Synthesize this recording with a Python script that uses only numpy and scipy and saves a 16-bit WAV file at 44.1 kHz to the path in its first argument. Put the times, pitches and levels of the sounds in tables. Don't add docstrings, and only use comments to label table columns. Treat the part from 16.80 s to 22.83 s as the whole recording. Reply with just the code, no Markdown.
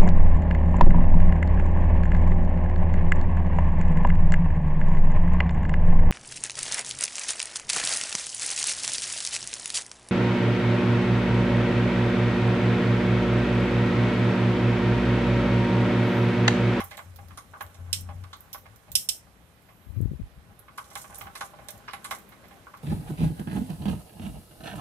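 import sys
import numpy as np
from scipy import signal
from scipy.fft import rfft, irfft
from scipy.io import wavfile
from scipy.ndimage import uniform_filter1d

SR = 44100
rng = np.random.default_rng(int(sys.argv[2]) if len(sys.argv) > 2 else 0)


def materialize(psi):
    bounded = np.clip(np.atleast_2d(psi).T, -1, 1)
    quanta = np.round(bounded * 32767).astype(np.int16)
    wavfile.write(sys.argv[1], SR, quanta)


def level_to_linear(level):
    exponent = np.asarray(level, float) / 20
    return 10 ** exponent


N = 265923
SECONDS = np.arange(N) / SR
GRID_HZ = np.maximum(np.arange(2049) * SR / 4096, 1)
SIDES = np.array([[.5], [-.5]])
PATHS = np.array([[.5], [-.5], [0]])

# (frequency [Hz], level [dB], decay T60 [s])
GUARD_MODES = [(597.4, 5, 0.12), (683, -1.5, 0.1), (791, 8.5, 0.16), (950, -2, 0.1), (1034, -2.5, 0.011),
               (1150, 8.5, 0.085), (1061, 8.5, 0.077), (1370, -12.5, 0.0052), (1338, 4, 0.12),
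               (1474, 9.5, 0.063), (1230, -6, 0.044)]
# (frequency [Hz], level [dB], decay T60 [s])
ARM_MODES = [(1720, 1.5, 0.026), (1820, -4, 0.126), (2085, 3.5, 0.041), (2225, -16.5, 0.082),
             (2270, -0.5, 0.01), (2900, -16.5, 0.042), (2910, -2, 0.068), (3240, -2, 0.033),
             (3870, -7, 0.018), (4920, -10.5, 0.0072)]


def rms_one(x):
    return x / np.sqrt(np.mean(x ** 2) + 1e-20)


def in_time(rows):
    s, level = np.transpose(rows)
    return np.interp(SECONDS, s, level)


def at_hz(points, hz):
    table_hz, values = np.array(points).T
    return np.interp(np.log(hz), np.log(table_hz), values)


def band(x, low_hz, high_hz):
    return signal.sosfilt(signal.butter(2, [low_hz, high_hz], "band", fs=SR, output="sos"), x)


def drift(rate):
    r = np.exp(-80 * np.pi * rate / SR)
    white = rng.standard_normal(N // 40 + 2002)
    slow = signal.lfilter([1], [1, -2 * r, r * r], white)[2000:]
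    return np.interp(np.arange(N) / 40, np.arange(len(slow)), rms_one(slow))


def swells(rows, rest_db, rise_db_per_s, fall_db_per_s):
    start, held, db = np.transpose(rows)[:, :, None]
    before = np.maximum(start - SECONDS, 0)
    after = np.maximum(SECONDS - start - held, 0)
    level = db - rise_db_per_s * before - fall_db_per_s * after
    return np.maximum(level.max(axis=0), rest_db)


def add(out, s, sound):
    i = max(round(s * SR), 0)
    out[:, i:i + sound.shape[1]] += sound[:, :N - i]


def causal(db):
    fold = irfft(db * np.log(10) / 20, axis=-1)
    fold[..., 1:2048] *= 2
    fold[..., 2049:] = 0
    return irfft(np.exp(rfft(fold, axis=-1)), axis=-1)


def strike(colour_db, peak_db, pan_db, rattle_ms, per_s, rise_ms):
    # (frequency [Hz], left-right difference [dB])
    port_bias = [(700, -1), (1300, -1), (2400, -10), (4400, -7), (8300, -9), (11000, -1), (15000, -4)]
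    right_lag = 4.7
    ms = np.arange(2400) * 1000 / SR
    swell = (1 - np.exp(-ms / rise_ms)) * np.exp(-ms / max(rattle_ms, .3))
    chance = rng.random((3, len(ms)))
    touching = (chance[0] < per_s / SR) * swell
    left = touching * (2 * chance[1] - 1)
    right = left + .6 * touching * (2 * chance[2] - 1)
    first = round(rise_ms * SR / 2000)
    left[first] = right[first] = .4
    lag = np.exp(-2j * np.pi * np.arange(1201) / len(ms) * right_lag)
    contacts = np.array([left, irfft(rfft(right) * lag), 1.0 * (ms == 0)])
    power = uniform_filter1d(np.abs(rfft(contacts, 4096)) ** 2, size=15)
    ripple_db = 10 * np.log10(power + 1e-9)
    rings = causal(colour_db - ripple_db + PATHS * at_hz(port_bias, GRID_HZ))
    sound = signal.fftconvolve(rings, contacts, axes=1)
    sound = sound / np.sqrt(np.mean(sound ** 2, axis=1, keepdims=True))
    return sound * level_to_linear(peak_db + pan_db * PATHS) / np.abs(sound[:2]).max()


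def engine_db():
    # (start [s], held [s], level [dB])
    loads = [
        (-.02, 0.015, -41),
        (.27, 0.25, -47),
        (.7, 0.0091, -53.5),
        (.85, 0.0065, -48.5),
        (1.01, 0.42, -40),
        (1.9, 0.0058, -52),
        (2.12, 0.03, -59),
    ]
    return swells(loads, rest_db=-67.5, rise_db_per_s=279, fall_db_per_s=152)


def drone():
    order_hz, shift_s, shift_hz = 89.8, 1.9, 22
    hz = order_hz + shift_hz * (SECONDS > shift_s)
    phase = 2 * np.pi * np.cumsum(hz) / SR + 0.65 * drift(3.7)
    return np.sqrt(2) * np.sin(phase) * level_to_linear(engine_db() + 0.63 * drift(41) + SIDES * 4.5)


def knocks():
    # (time [s], peak [dB], arm ring [dB], rattle [ms])
    front = [(0.001, -25.5, -8, 7.8), (0.01, -56, -17, 4), (0.189, -37, -10, 6.7), (0.759, -44.5, -27, 3.5),
             (0.806, -32, -8.5, 9.1), (1.743, -39.5, -10.5, 20), (2.469, -54.5, -37, 4.3),
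             (4.154, -31.5, -7, 10.8), (4.165, -39.5, -19, 5.7), (4.241, -43, -11, 12),
             (4.41, -33.5, -6, 5.3), (4.453, -45, -19, 5.2), (4.466, -40, -12, 11), (4.535, -59, -26, 8),
             (4.609, -27.5, -9, 3.7), (4.619, -36.5, -22, 12), (5.134, -25.5, -6.5, 3.6),
             (5.311, -24, -5, 2.3), (5.32, -33.5, -35, 8.5), (5.52, -46, -6.5, 17)]
    # (time [s], peak [dB], arm ring [dB], rattle [ms])
    middle = [(0.109, -40.5, -7.5, 63), (0.177, -32.5, -11, 1.9), (0.387, -43, -19, 5.5),
              (0.427, -55, -38, 4.6), (0.945, -51, -12, 6.6), (1.288, -37.5, -19.5, 6.7),
              (1.303, -46.5, -16, 12), (1.855, -42, -13, 18), (2.885, -52, -13, 50), (4.11, -47, -14, 11),
              (4.299, -44, -21, 3.2), (4.306, -45, -20, 8.6), (4.325, -46.5, -15, 9.1),
              (4.382, -48, -17, 9.5), (4.734, -44.5, -23, 5), (5.707, -45, -10, 22)]
    # (time [s], peak [dB], arm ring [dB], rattle [ms])
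    rear = [
        (1.36, -55, -18, 9.8),
        (2.08, -52.5, -20, 7.3),
        (4.788, -43, -19.5, 7.2),
        (4.887, -36.5, -9.5, 3.4),
        (4.947, -49.5, -30, 11),
        (5.638, -49, -15, 16),
    ]
    # (time [s], peak [dB], arm ring [dB], rattle [ms])
    bracket = [(0.504, -46.5, -8.5, 17), (0.574, -35, -15, 7), (0.735, -40, -43, 8), (1.438, -42, -10, 5.9),
               (1.53, -37.5, -14, 5.7), (3.88, -47.5, -11.5, 17), (3.979, -33, -14.5, 13.5),
               (4.553, -35.5, -5, 8.4), (5.078, -33.5, -7, 19), (5.247, -33, -8.5, 5),
               (5.868, -41.5, -39, 4.7), (5.937, -39.5, -15, 11)]
    # rows, colour centre [Hz], left-right [dB], loss one octave off the centre [dB]
    places = [(front, 918, -6, 19), (middle, 698, -6, 19), (rear, 560, -7.5, 19), (bracket, 1180, -2, 75)]
    guard_hz, guard_db, guard_t60 = np.transpose(GUARD_MODES)
    arm_hz, arm_db, arm_t60 = np.transpose(ARM_MODES)
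    mode_hz = np.r_[guard_hz, arm_hz]
    width_hz = 2.9 / (np.r_[guard_t60, arm_t60] * 0.68)
    out = np.zeros((3, N))
    for rows, centre_hz, pan_db, focus_db in places:
        placed_db = guard_db - focus_db * np.log2(guard_hz / centre_hz) ** 2
        for s, peak_db, upper_db, rattle_ms in rows:
            chance = rng.standard_normal((2, len(mode_hz)))
            mode_db = np.r_[placed_db, arm_db + upper_db + 3] + 2 * chance[0]
            off = (GRID_HZ[:, None] - mode_hz * (1 + .005 * chance[1])) / width_hz
            power = (level_to_linear(2 * mode_db) / (1 + off ** 2) ** 1.6).sum(axis=1) + 1e-7
            colour_db = 10 * np.log10(power)
            add(out, s, strike(colour_db, peak_db + 4.0, pan_db, rattle_ms, per_s=2100, rise_ms=2.2))
    return out


def ticks(rows, pan_db, rattle_ms):
    out = np.zeros((3, N))
    for s, peak_db, low_db, upper_db, top_db in rows:
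        tilt = [(1500, low_db - 24), (3400, low_db + 18.0), (5200, low_db + 16.0), (8800, 0.008),
                (11200, upper_db), (14000, top_db), (16000, top_db - 11.5)]
        tooth_db = 3.5 * rng.standard_normal(24)
        patches = np.interp(GRID_HZ, np.linspace(0, SR / 2, 24), tooth_db)
        colour_db = at_hz(tilt, GRID_HZ) + patches
        add(out, s, strike(colour_db, peak_db + 9, pan_db, rattle_ms, per_s=7300, rise_ms=0.076 * rattle_ms))
    return out


def chatters():
    # (time [s], peak [dB], low ring [dB], upper ring [dB], top ring [dB])
    chatter_rows = [(0.0024, -42, -8, 25, 1), (0.1084, -45, -8, 4, 6), (0.1697, -40, -16, 0, 7.5),
                    (0.5734, -42.5, -15, 0, -7.5), (0.943, -53.5, -8, 4, -5), (1.5294, -45.5, 4, 4, 4),
                    (1.7293, -34, -6, 15, 17.5), (3.9756, -41, -11.5, 12.5, 0), (4.1016, -51, -14, 0, 8),
                    (4.13, -52, -15, 5, -2), (4.1737, -37, -22, 2.5, 3), (4.2142, -41.5, -26, -3, 0),
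                    (4.5522, -39, -8, 12, -3), (4.5744, -44.5, -15, 6, -9), (4.6069, -37.5, -7.5, 10, -15),
                    (4.645, -50, -22, 12, -12), (5.1312, -43.5, -8.5, 18, -7), (5.243, -37.5, -18, 10, -7),
                    (5.3078, -33.5, -11.5, 9, 2)]
    return ticks(chatter_rows, pan_db=-5, rattle_ms=11)


def seats():
    # (time [s], peak [dB], low ring [dB], upper ring [dB], top ring [dB])
    seat_rows = [(0.0407, -36, -28, 15, 24), (0.36, -44, -6, 18, 24), (0.4844, -51.5, -3, 13, 19),
                 (0.7937, -62, -14, 5, 10), (0.8086, -43.5, -15, 16, 2), (0.8227, -37.5, -28, 17, 16),
                 (0.8644, -51.5, -18, 0, 3), (1.438, -52, -9, 1, 2.5), (1.568, -52, -27, 10, 20),
                 (1.6053, -43, -43, 10, 16), (1.782, -48, -9, 12, 24), (1.9597, -50.5, -19, 2, 10),
                 (2.1171, -34, -22, -3, 9), (2.822, -59, -25, 7, 11), (3.213, -48.5, -25, 10, 18),
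                 (3.7913, -48.5, -16, 18.5, 12.5), (4.0422, -52, -10.5, -11, -23),
                 (4.1536, -32.5, -11, 2, 2), (4.3044, -53, -28, 3, -8), (4.345, -41.5, -22, 8, -10),
                 (4.3557, -39, -22, 1, -6), (4.3823, -38, -29, 14, 19), (4.4154, -40, -16, -2, 26),
                 (4.438, -44, -5, 5, 28), (4.5603, -55, -15, 8, -4), (4.8436, -55, -23, 7, 14),
                 (4.885, -34.5, -19.5, -1, -5), (4.9044, -35.5, -22, 5, 14), (4.9758, -51, -22, 3, 8),
                 (5.1088, -51, 13, 6, 3), (5.2568, -45, -14, 1, -8), (5.349, -42.5, -17, 6, 2),
                 (5.386, -44, -19, 2, 12), (5.413, -60, -29, 5, 22), (5.4899, -47.5, -22, 16, 22),
                 (5.683, -51.5, -9, 14, 19), (5.972, -50, -7, 10, 20)]
    return ticks(seat_rows, pan_db=-8.5, rattle_ms=4.6)


def slack():
    # (time [s], level [dB])
    slack_level = [(0, -58), (.3, -76.5), (.9, -67), (1.9, -70.5), (2.3, -81.5), (3.8, -70), (4.0, -62.5),
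                   (4.45, -61), (5.0, -62), (5.4, -67), (6.03, -65.5)]
    sizes = level_to_linear(4.5 * rng.exponential(size=N).clip(0, 2.5)) * rng.choice([-1, 1], N)
    touches = sizes * (rng.random(N) < 260 * level_to_linear(6 * drift(9)) / SR)
    dealt = rng.integers(0, 3, N)
    out = 0
    for k, (hz, db, t60) in enumerate([*GUARD_MODES, *ARM_MODES]):
        r, w = level_to_linear(-60 / (.3 * t60 * SR)), 2 * np.pi * hz / SR
        pushes = touches * (dealt == k % 3) + 1e-18
        ring = signal.lfilter([0, np.sin(w)], [1, -2 * r * np.cos(w), r * r], pushes)
        out = out + level_to_linear(db - 15 * (hz > 1600)) * ring
    return rms_one(band(out, 370, 6040)) * level_to_linear(in_time(slack_level)) * np.ones((3, 1))


def rub():
    # (time [s], level [dB])
    rub_level = [(0, -57.5), (.3, -68), (1.9, -71.5), (3.9, -89.5), (4.0, -56), (4.12, -61.5), (4.2, -48.5),
                 (4.32, -60), (4.4, -50.5), (4.5, -71), (4.66, -52), (4.75, -77), (4.92, -79), (5.05, -84),
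                 (5.35, -50), (5.45, -74), (6.03, -70)]
    sizes = level_to_linear(3.5 * rng.exponential(size=(2, N)).clip(0, 3)) * rng.choice([-1, 1], (2, N))
    grains = sizes * (rng.random(N) < 2800 * level_to_linear(3 * drift(20)) / SR)
    crackle = rms_one(band(band(grains, 5300, 12400), 4000, 14000))
    return crackle * level_to_linear(in_time(rub_level) + SIDES * -4)


def roof(x):
    # (frequency [Hz], T60 [s])
    roof_t60 = [(500, 0.18), (1500, 0.15), (4000, 0.12), (6000, 0.23), (9000, 0.23), (12000, 0.105),
                (15000, 0.1)]
    # (frequency [Hz], level [dB])
    roof_level = [(500, -1), (1500, 3), (4000, -3.5), (6000, -2.5), (9000, -1), (12000, -7.5),
                  (15000, -8.5)]
    # (frequency [Hz], left-right difference [dB])
    roof_balance = [(500, 3.5), (1500, -3), (2500, -10), (4400, -6), (5500, -2), (8000, -4), (10500, 7),
                    (15000, -9.5)]
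    # (frequency [Hz], level relative to the first echoes [dB])
    far_walls = [(500, -34.5), (3000, -17), (6000, -33), (9000, -21.5), (12000, -6), (15000, 8)]
    far_t60_s, far_end_s, far_fade_s = 0.43, 0.099, .03
    t, edges = np.arange(12000) / SR, 400 * 2 ** (np.arange(17) / 3)
    onset = np.clip((t - .003) / 0.0015, 0, 1)
    leaving = np.clip((far_end_s - t) / far_fade_s + 1, 0, 1)
    white, echoes = rng.standard_normal((2, 2, len(t))), 0
    for k, (low, high) in enumerate(zip(edges, edges[1:])):
        hz = np.sqrt(low * high)
        early = level_to_linear(-60 * t / at_hz(roof_t60, hz))
        late = level_to_linear(at_hz(far_walls, hz) - 60 * t / far_t60_s) * leaving
        fade = (early + late) * onset
        gain = level_to_linear(at_hz(roof_level, hz) + SIDES * at_hz(roof_balance, hz)) / np.sqrt(np.sum(fade ** 2))
        echoes = echoes + band(white[k % 2], low, high) * fade * gain
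    return signal.fftconvolve(x[None], echoes, axes=1)[:, :N]


def rumble():
    # (start [s], held [s], level [dB])
    shakes = [
        (2.12, 0.054, -48),
        (3.2, 0.44, -63.5),
        (3.62, 0.11, -51.5),
        (4.3, 0.23, -52),
    ]
    rest_db = -58.5
    shaken_db = swells(shakes, rest_db, rise_db_per_s=205.5, fall_db_per_s=205.5)
    low_db = np.maximum(shaken_db, engine_db() - 6)
    shared, own = rng.standard_normal(N), rng.standard_normal((2, N))
    air = (shared + .45 * own) * level_to_linear(2.0 * drift(14))
    deep = rms_one(band(band(air, 55, 99), 25, 89.5)) * level_to_linear(low_db - 3.0)
    breeze_db = -62.5 + 0.65 * (low_db - rest_db)
    upper = rms_one(band(air, 93.0, 199)) * level_to_linear(breeze_db)
    return (deep + upper) * level_to_linear(SIDES * 4.6)


def yard():
    # (time [s], level [dB])
    yard_level = [(0, -62.5), (1.5, -63), (2.5, -63.5), (3.3, -64), (3.9, -63.5), (4.3, -60), (6.03, -60.5)]
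    # (frequency [Hz], density [dB per Hz])
    yard_spectrum = [(35, -59.5), (60, -7.5), (103, -20), (176, -3.5), (268, -8.5), (437, -9.5), (492, -7),
                     (749, -10), (1820, -14), (2250, -16), (4030, -22), (6280, -27.5), (11300, -24),
                     (14200, -24.5), (16000, -46)]
    # (frequency [Hz], correlation [-1 to 1])
    likeness = [(60, 0.7), (130, 0.2), (290, 0.7), (640, 0.8), (1410, -0.081), (3100, 0.1), (6820, 0.1),
                (15000, 0.5)]
    # (frequency [Hz], left-right difference [dB])
    yard_balance = [(60, 0.5), (110, -1.5), (200, 7), (380, 3), (700, 1), (1290, -5), (2380, -6.5),
                    (4400, -9.5), (8120, -5.5), (15000, -2)]
    out, edges = 0, 50 * 2 ** (np.arange(26) / 3)
    white = rng.standard_normal((2, 2, N))
    for k, (low, high) in enumerate(zip(edges, edges[1:])):
        mid, side = band(white[k % 2], low, high)
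        hz = np.sqrt(low * high)
        alike = np.clip(at_hz(likeness, hz), -.95, .95)
        gain = level_to_linear(at_hz(yard_spectrum, hz) + 1.2 * drift(22.0) + SIDES * at_hz(yard_balance, hz))
        out = out + gain * (np.sqrt(1 + alike) * mid + np.sqrt(1 - alike) * side * [[1], [-1]])
    middle_rms = np.sqrt(np.mean(band(out.mean(axis=0), 300, 3000) ** 2))
    return out / middle_rms * level_to_linear(in_time(yard_level))


def thin_top(x):
    below = signal.sosfilt(signal.cheby2(10, 40, 14500, fs=SR, output="sos"), x)
    edge = signal.sosfilt(signal.cheby2(6, 40, [13700, 14900], "band", fs=SR, output="sos"), x)
    return below + edge * uniform_filter1d((drift(8) > -.3) * 1., size=400)


def snaps():
    # (time [s], peak [dB], left-right [dB], rattle [ms], body under 4 kHz [dB])
    snap_rows = [
        (1.1284, -9, -9, 3.8, 6.5),
        (2.1523, -5.5, -9.5, 5.5, 3.5),
        (2.288, -11, -11.5, 4.5, 3),
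    ]
    brightness = [
        -3.5,
        0.7,
        -1.5,
    ]
    # (frequency [Hz], density [dB per Hz])
    sprocket = [(1000, -49.5), (2000, -28.5), (2500, -18), (3000, -9), (4000, -9.5), (4750, -5), (5350, 4),
                (6400, -5.5), (7500, -3), (8400, -3), (9800, -1.5), (11800, 2), (14000, -4), (16000, -19)]
    # (frequency [Hz], width [Hz], level [dB])
    teeth = [(2740, 210, 5.5), (3100, 160, 8), (3610, 120, 8), (4040, 160, 5.5), (5250, 230, 10),
             (5700, 110, 4), (6070, 150, 1), (6860, 100, 0), (7680, 100, 5), (8450, 320, 10),
             (9500, 120, 3), (9960, 120, 2)]
    rings_db = sum(db / (1 + (2 * (GRID_HZ - hz) / width) ** 2) for hz, width, db in teeth)
    aimed = np.array([[1], [1], [.35]])
    plain_db = at_hz(sprocket, GRID_HZ) + rings_db * aimed
    body_shape = at_hz([(1800, 2.5), (2600, 1), (4300, 1), (5000, 0)], GRID_HZ)
    top_shape = at_hz([(8600, 0), (10000, 1)], GRID_HZ)
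    out = np.zeros((3, N))
    for (s, peak_db, pan_db, rattle_ms, body_db), top_db in zip(snap_rows, brightness):
        colour_db = plain_db + body_db * body_shape + top_db * top_shape
        add(out, s, strike(colour_db, peak_db, pan_db, rattle_ms, per_s=14000, rise_ms=1.9))
    return out


def rebounds():
    # (time [s], peak [dB], low ring [dB], upper ring [dB], top ring [dB])
    rebound_rows = [
        (1.164, -49, 2, -5, -5),
        (1.208, -40, -30, 14, 13),
        (2.2515, -47, -30, 5, 24),
        (4.575, -52, -12, 8, -5),
        (5.655, -62, 5, -10, -12),
    ]
    return ticks(rebound_rows, pan_db=-8.5, rattle_ms=4.6)[:2]


def insects():
    # (time [s], level [dB])
    buzz_level = [(2.7, -85), (2.9, -67), (3.15, -67), (3.24, -66), (3.3, -90)]
    heard = (SECONDS > buzz_level[0][0]) * (SECONDS < buzz_level[-1][0])
    buzz = rms_one(band(rng.standard_normal((2, N)), 11350, 13500))
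    return buzz * level_to_linear(in_time(buzz_level) - 1.5) * heard


def gust():
    # (time [s], peak [dB], frequency [Hz], length [ms])
    left_puffs = [(3.072, -35.5, 69.6, 7.4), (3.102, -28, 68, 8.1), (3.148, -32.5, 84.7, 19),
                  (3.180, -18.5, 106, 10.6), (3.205, -17, 129, 3.4), (3.229, -14.5, 100.3, 9.1),
                  (3.258, -11.5, 92.4, 3.7), (3.275, -23.5, 58.5, 17), (3.316, -19.5, 167, 2.6),
                  (3.335, -31, 136, 15), (3.355, -30.5, 63.6, 14), (3.400, -26.5, 191, 4.1),
                  (3.416, -18.5, 72.4, 3), (3.450, -38, 80, 9.8), (3.532, -45, 60, 9.8),
                  (3.580, -40, 55.4, 11)]
    # (time [s], peak [dB], frequency [Hz], length [ms])
    right_puffs = [
        (3.296, -33, 70.4, 10),
        (3.318, -40, 88, 19),
        (3.335, -28, 163, 0.9),
        (3.369, -47, 70, 14),
        (3.436, -26.5, 60.7, 4.5),
        (3.468, -39, 59.7, 8.3),
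        (3.579, -42.5, 55, 8.1),
    ]
    out, t = np.zeros((2, N)), np.arange(-2400, 2400) / SR
    for port, puffs in enumerate((left_puffs, right_puffs)):
        for s, db, hz, ms in puffs:
            share = 0.37 * min(88 / hz, 1)
            turn = 2 * np.pi * hz * t + rng.uniform(-2.6, 1)
            flutter = rms_one(band(band(rng.standard_normal(len(t)), 1.4 * hz, 2.49 * hz), 70, 460))
            swing = np.cos(turn) + 1.14 * share * flutter * (1 + np.cos(turn)) / 2
            puff = level_to_linear(db) * swing * np.exp(-.5 * (t * 1000 / ms) ** 2)
            add(out[port:port + 1], s + t[0], puff[None])
    return signal.sosfilt(signal.butter(2, 28, "high", fs=SR, output="sos"), out)


def passing():
    # (time [s], level [dB])
    passing_level = [(3.8, -78.5), (4.1, -68), (4.7, -65), (5.0, -67), (5.2, -59), (5.48, -57), (5.7, -59),
                     (6.03, -77)]
    # (frequency [Hz], width [Hz], level [dB])
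    vehicle_lines = [(194, 22, -0.4), (250, 30, -3.5), (322, 90, -3.5), (430, 130, -10)]
    white = rng.standard_normal(N) + 0.54 * rng.standard_normal((2, N))
    rings = 0
    for hz, width, db in vehicle_lines:
        ring = signal.lfilter(*signal.iirpeak(hz, hz / width, fs=SR), white)
        rings = rings + level_to_linear(db) * rms_one(ring)
    return rms_one(rings) * level_to_linear(in_time(passing_level) + 1.5 * drift(9) + SIDES * 4.0)


def narrow_notch(near, far):
    met = near + far * np.clip(.4 + .5 * drift(5), 0, 1.2)
    return near + far - .9 * signal.lfilter(*signal.iirpeak(4760, 16, fs=SR), met)


def scene():
    chain = knocks() + chatters() + seats() + slack() + snaps()
    near = chain[:2] + roof(chain[2]) + rub()
    far = thin_top(yard() + insects())
    return narrow_notch(near, far) + drone() + rumble() + rebounds() + gust() + passing()


def top_cut(x):
    return signal.sosfilt(signal.butter(12, 16500, fs=SR, output="sos"), x)


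def record(dry):
    clipped = np.clip(dry, -.82, .82)
    mix = signal.sosfilt(signal.cheby2(10, 50, 16600, fs=SR, output="sos"), clipped)
    return top_cut(mix)


dry = scene()
out = record(dry)
materialize(out)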